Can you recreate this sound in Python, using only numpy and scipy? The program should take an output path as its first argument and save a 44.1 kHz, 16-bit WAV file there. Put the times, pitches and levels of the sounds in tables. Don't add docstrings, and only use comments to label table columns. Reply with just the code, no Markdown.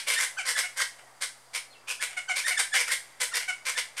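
import sys
import numpy as np
from scipy import signal
from scipy.fft import rfft, irfft
from scipy.io import wavfile
from scipy.ndimage import uniform_filter1d

SR = 44100
rng = np.random.default_rng(int(sys.argv[2]) if len(sys.argv) > 2 else 0)


def master(y):
    cut = np.clip(np.atleast_2d(y).T, -1, 1)
    pcm = np.round(cut * 32767)
    wavfile.write(sys.argv[1], SR, pcm.astype(np.int16))


def invert_db(x):
    u = np.asarray(x, float) / 20
    return 10 ** u


N = 176400
PAD = 4096


def band(x, hz, width_hz):
    return signal.lfilter(*signal.iirpeak(hz, hz / width_hz, fs=SR), x)


def butter(x, order, hz, kind="low"):
    return signal.sosfilt(signal.butter(order, hz, kind, fs=SR, output="sos"), x)


def unit(x):
    return x / np.sqrt(np.mean(x ** 2) + 1e-18)


def walk(rate):
    hold = int(SR / rate)
    steps = np.repeat(rng.standard_normal(N // hold + 1), hold)
    smooth = uniform_filter1d(uniform_filter1d(steps, hold), hold)
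    return unit(smooth[:N])


def add(track, start, sound):
    at = PAD + int(start * SR)
    track[at:at + len(sound)] += sound


# f/Hz, level/dB
HUM_LINES = [(125.5, -71.5), (252, -78)]


def hum():
    turn = np.cumsum(1 + .008 * walk(0.6) + 0.0095 * walk(60.1)) / SR
    return sum(invert_db(db + 0.5) * np.sin(2 * np.pi * hz * turn) for hz, db in HUM_LINES)


# f/Hz, level/dB per Hz
HUSH_COLOUR = [(20, -24), (200, -13.5), (420, -6.5), (700, 0.5), (2000, -6.5), (2500, -13), (9000, -17.5),
               (15600, -14.5)]


def hush():
    level_db, sway_db, flicker_db = -56.5, .6, 1.3
    hz = np.fft.rfftfreq(N, 1 / SR) + 1
    table = np.array(HUSH_COLOUR)
    colour = invert_db(np.interp(np.log(hz), np.log(table[:, 0]), table[:, 1]))
    spectrum = rfft(rng.standard_normal(N)) * colour
    sway = sway_db * walk(1.71)
    octave = np.log2(hz / 20)
    total = np.zeros(N)
    for k in range(11):
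        share = np.clip(1 - abs(octave - k), 0, 1)
        total += irfft(spectrum * share, N) * invert_db(sway + flicker_db * walk(9.85))
    return invert_db(level_db) * unit(total)


def insect():
    tone = unit(band(rng.standard_normal(N), 4760, 36))
    return tone * invert_db(-72 + 1.3 * walk(4.52))


# t/s, f/Hz, level/dB
WHISTLE_PATH = [
    (1.70, 4200, -70),
    (1.706, 4300, -57),
    (1.724, 4250, -56),
    (1.735, 3400, -54),
    (1.755, 2700, -53),
    (1.775, 2650, -60),
    (1.785, 2600, -80),
]


def whistle():
    t = np.arange(N) / SR
    when, pitch_hz, level_db = np.array(WHISTLE_PATH).T
    phase = 2 * np.pi * np.cumsum(np.interp(t, when, pitch_hz)) / SR
    level = np.interp(t, when, level_db, -150, -150) + 2 * walk(150)
    return np.sin(phase) * invert_db(level)


def woods(x):
    t = np.arange(SR) / SR

    def fade(t60_s):
        return np.exp(-np.log(1000) * t / t60_s)

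    def below(noise, hz):
        return signal.sosfiltfilt(signal.butter(2, hz, fs=SR, output="sos"), noise)

    near_noise, far_noise = rng.standard_normal((2, SR))
    low, mid = below(near_noise, 1300), below(near_noise, 3200)
    near = invert_db(-6) * low * fade(0.22)
    near += (mid - low) * fade(0.25)
    near += (near_noise - mid) * fade(0.27)
    near *= 1 - np.exp(-t / 0.0046)
    far = far_noise * fade(1) * (1 - np.exp(-t / 0.062))
    echo = (invert_db(-2) * unit(near) + invert_db(-21) * unit(far)) / np.sqrt(SR)
    return x + signal.fftconvolve(x, echo)[:len(x)]


def rasp(length, hz, bend, sag, attack, jitter, scatter_db, breath, throat, chance):
    release_s, bend_s = .022, .009
    body_hz, body_scatter = 2800, .6
    t = np.arange(int((length + .04) * SR)) / SR
    age = np.arange(99) / hz
    rate = hz * (1 + bend * np.exp(-age / bend_s)) * (1 - sag * np.clip(age / length, 0, 1.5) ** 4)
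    when = np.cumsum((1 + np.clip(jitter * chance[:99], -.6, .6)) / rate)
    keep = when < length + release_s
    size_db = scatter_db * np.clip(chance[99:198][keep], -3, 1.7)

    opening = np.sin(np.pi / 2 * np.clip(t / attack, 0, 1))
    closing = np.sin(np.pi / 2 * np.clip((length + release_s / 2 - t) / release_s, 0, 1))
    effort = (opening * closing) ** 2

    offset = t[:, None] - when[keep]
    snap = np.sinc(offset * SR * 1.02)
    puff = np.exp(-np.maximum(offset, 0) * hz / 0.69) * (offset > 0)
    shape = snap + breath * puff * chance[200:200 + len(t), None]
    body, edge = shape @ invert_db(body_scatter * size_db), shape @ invert_db(size_db)

    sound = np.zeros(len(t))
    for k, ((f, width, db), u, v) in enumerate(zip(throat, chance[-20:], chance[-40:])):
        f, db = f * (1 + .02 * u), db + 1.2 * v
        source = (body if f < body_hz else edge) * effort ** (1 + f / 12000)
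        ring = band(band(source, f, width * 1.59), f, width * 1.59)
        sound += (-1) ** k * invert_db(db) * ring
    return sound / np.sqrt(np.sum(sound ** 2) / (length * SR))


# t/s, length/s, level/dB, first pulse f/Hz, held pulse f/Hz
CLEAR_HONKS = [
    (.378, 0.041, -31, 1087, 757),
    (.628, 0.036, -32, 752, 733),
    (2.165, 0.032, -29.5, 775, 728),
    (2.289, 0.037, -25.5, 761, 759),
    (2.501, 0.033, -26.5, 740, 738.6),
    (2.584, 0.027, -43, 1213, 790),
    (2.74, 0.035, -33.5, 790, 796),
    (3.477, 0.035, -26.5, 740, 763.4),
]
# t/s, length/s, level/dB, first pulse f/Hz, held pulse f/Hz
HOARSE_HONKS = [
    (.985, 0.022, -51.5, 758, 727),
    (2.075, 0.067, -45, 740, 706),
    (3.395, 0.04, -35.5, 755, 744),
]
# f/Hz, width/Hz, level/dB
MATE_THROAT = [(740, 300, -8), (1500, 300, -1), (2230, 260, 6), (3000, 500, -11), (4200, 1200, -16),
               (6000, 2000, -17), (8800, 3000, -18)]


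def honks(track):
    lead_s, attack_s, sag = .004, .016, .13
    for calls, rough in ((CLEAR_HONKS, .17), (HOARSE_HONKS, .8)):
        chances = rng.standard_normal((len(calls), 9000))
        for (start, length, db, first_hz, hz), chance in zip(calls, chances):
            call = rasp(length + lead_s, hz, first_hz / hz - 1, sag, attack_s,
                        rough / 10, 10 * rough, rough / 2, MATE_THROAT, chance)
            add(track, start - lead_s, invert_db(db) * call)
    return track


# t/s, length/s, level/dB, first f/Hz, last f/Hz
LEAD_SQUEALS = [(0.151, 0.037, -28.5, 1608, 1836), (0.361, 0.026, -35, 620, 1550),
                (0.547, 0.018, -31, 1550, 1726), (0.562, 0.022, -31.5, 1907, 1973),
                (.785, 0.017, -29.5, 1608, 1597), (1.987, 0.025, -38, 1010, 1720),
                (2.278, .013, -33, 1500, 1533), (2.432, 0.035, -28.5, 1500, 1843),
                (2.565, 0.016, -26, 1752, 1754), (2.714, 0.026, -28.5, 1622, 1747),
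                (2.875, 0.013, -39, 1300, 1394), (2.889, 0.016, -31.5, 1770, 1860),
                (3.313, 0.015, -38.5, 1340, 1400), (3.328, 0.015, -31, 1840, 1828),
                (3.744, 0.028, -34, 1686, 1778), (3.986, .018, -30.5, 1300, 1645)]
SQUEAL_HARMONICS = [0, -8, -11, -12, -11]


def squeals(track):
    plunge_s, plunge_share = 0.00695, 0.47
    wobble = np.array([walk(500) for _ in range(6)])
    for start, length, db, first_hz, last_hz in LEAD_SQUEALS:
        t = np.arange(int((length + plunge_s) * SR)) / SR
        own = wobble[:, int(start * SR / 2):][:, :len(t)]
        plunge = np.clip((t - length) / plunge_s, 0, 1)
        climb = np.clip(1 - t / (.6 * length), 0, 1) ** 1.8
        hz = (last_hz + (first_hz - last_hz) * climb) * (1 - plunge_share * plunge)
        phase = 2 * np.pi * np.cumsum(hz * (1 + .011 * own[5])) / SR
        grow = np.clip(t / length, 0, 1)
        tone = np.zeros(len(t))
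        for k, partial_db in enumerate(SQUEAL_HARMONICS):
            level = grow ** (1.03 + .5 * k) * invert_db(partial_db + 2.5 * own[k])
            tone += level * np.cos((k + 1) * phase)
        add(track, start, invert_db(db) * 2 * (1 - plunge) * tone)
    return track


# t/s, length/s, level/dB, pulse f/Hz, mouth resonance f/Hz
HARSH_SQUAWKS = [(-.065, .05, -28, 488, 2270), (0.066, .09, -26, 523, 2214),
                 (0.181, 0.073, -26, 509.6, 2095), (0.451, 0.069, -27.5, 513.6, 1980),
                 (0.565, 0.045, -26, 534, 1950), (0.763, 0.051, -31, 534.6, 2000),
                 (0.8, 0.028, -26, 512.2, 1926), (1.21, 0.04, -30, 522, 2120),
                 (1.533, 0.047, -31, 501, 2250), (1.874, 0.052, -31, 520.2, 2480),
                 (2.009, 0.039, -28.5, 502.4, 2290), (2.352, 0.055, -28, 527, 2250),
                 (2.465, 0.038, -26, 521.7, 2020), (2.584, 0.03, -23.5, 797.7, 2280),
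                 (2.737, 0.039, -22.5, 764.4, 2000), (2.769, 0.056, -26.5, 505, 2180),
                 (2.871, .022, -31.5, 518.5, 2270), (2.903, .038, -25.5, 521.4, 2060),
                 (3.199, 0.051, -27, 517, 2170), (3.341, 0.039, -26.5, 504, 2160),
                 (3.651, 0.058, -28, 523.3, 2235), (3.768, 0.033, -26.5, 515.5, 2106),
                 (3.967, 0.032, -33, 525, 2160)]
# f/Hz, width/Hz, level/dB
RASPER_THROAT = [(530, 250, -12), (1050, 350, -9), (1550, 400, -4), (3200, 900, -8), (4900, 1200, -7),
                 (6400, 1500, -11), (8800, 2500, -10), (12000, 4000, -14)]


def squawks(track):
    lead_s, attack_s = .01, .03
    chances = rng.standard_normal((len(HARSH_SQUAWKS), 9000))
    for (start, length, db, hz, mouth_hz), chance in zip(HARSH_SQUAWKS, chances):
        throat = RASPER_THROAT[:3] + [(mouth_hz, 270, 6)] + RASPER_THROAT[3:]
        call = rasp(length + lead_s, hz, bend=.1, sag=.08, attack=attack_s, jitter=.075,
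                    scatter_db=4.5, breath=.13, throat=throat, chance=chance)
        add(track, start - lead_s, invert_db(db) * call)
    return track


def scene():
    birds = sum(voice(np.zeros(N + 3 * PAD)) for voice in (honks, squeals, squawks))
    birds[PAD:PAD + N] += whistle()
    heard = woods(birds)[PAD:PAD + N] * invert_db(-3)
    heard = butter(heard, 3, 380, "high")
    return (hum() + hush() + insect() + heard)[None]


def top_cut(x):
    return signal.sosfilt(signal.butter(12, 15740, fs=SR, output="sos"), x)


def record(dry):
    port = dry + 1.2 * band(dry, 8800, 2200)
    port = butter(port, 2, 9700)
    port = signal.sosfilt(signal.ellip(8, .2, 60, 15850, fs=SR, output="sos"), port)
    mix = port - .0006
    return top_cut(mix)


dry = scene()
out = record(dry)
master(out)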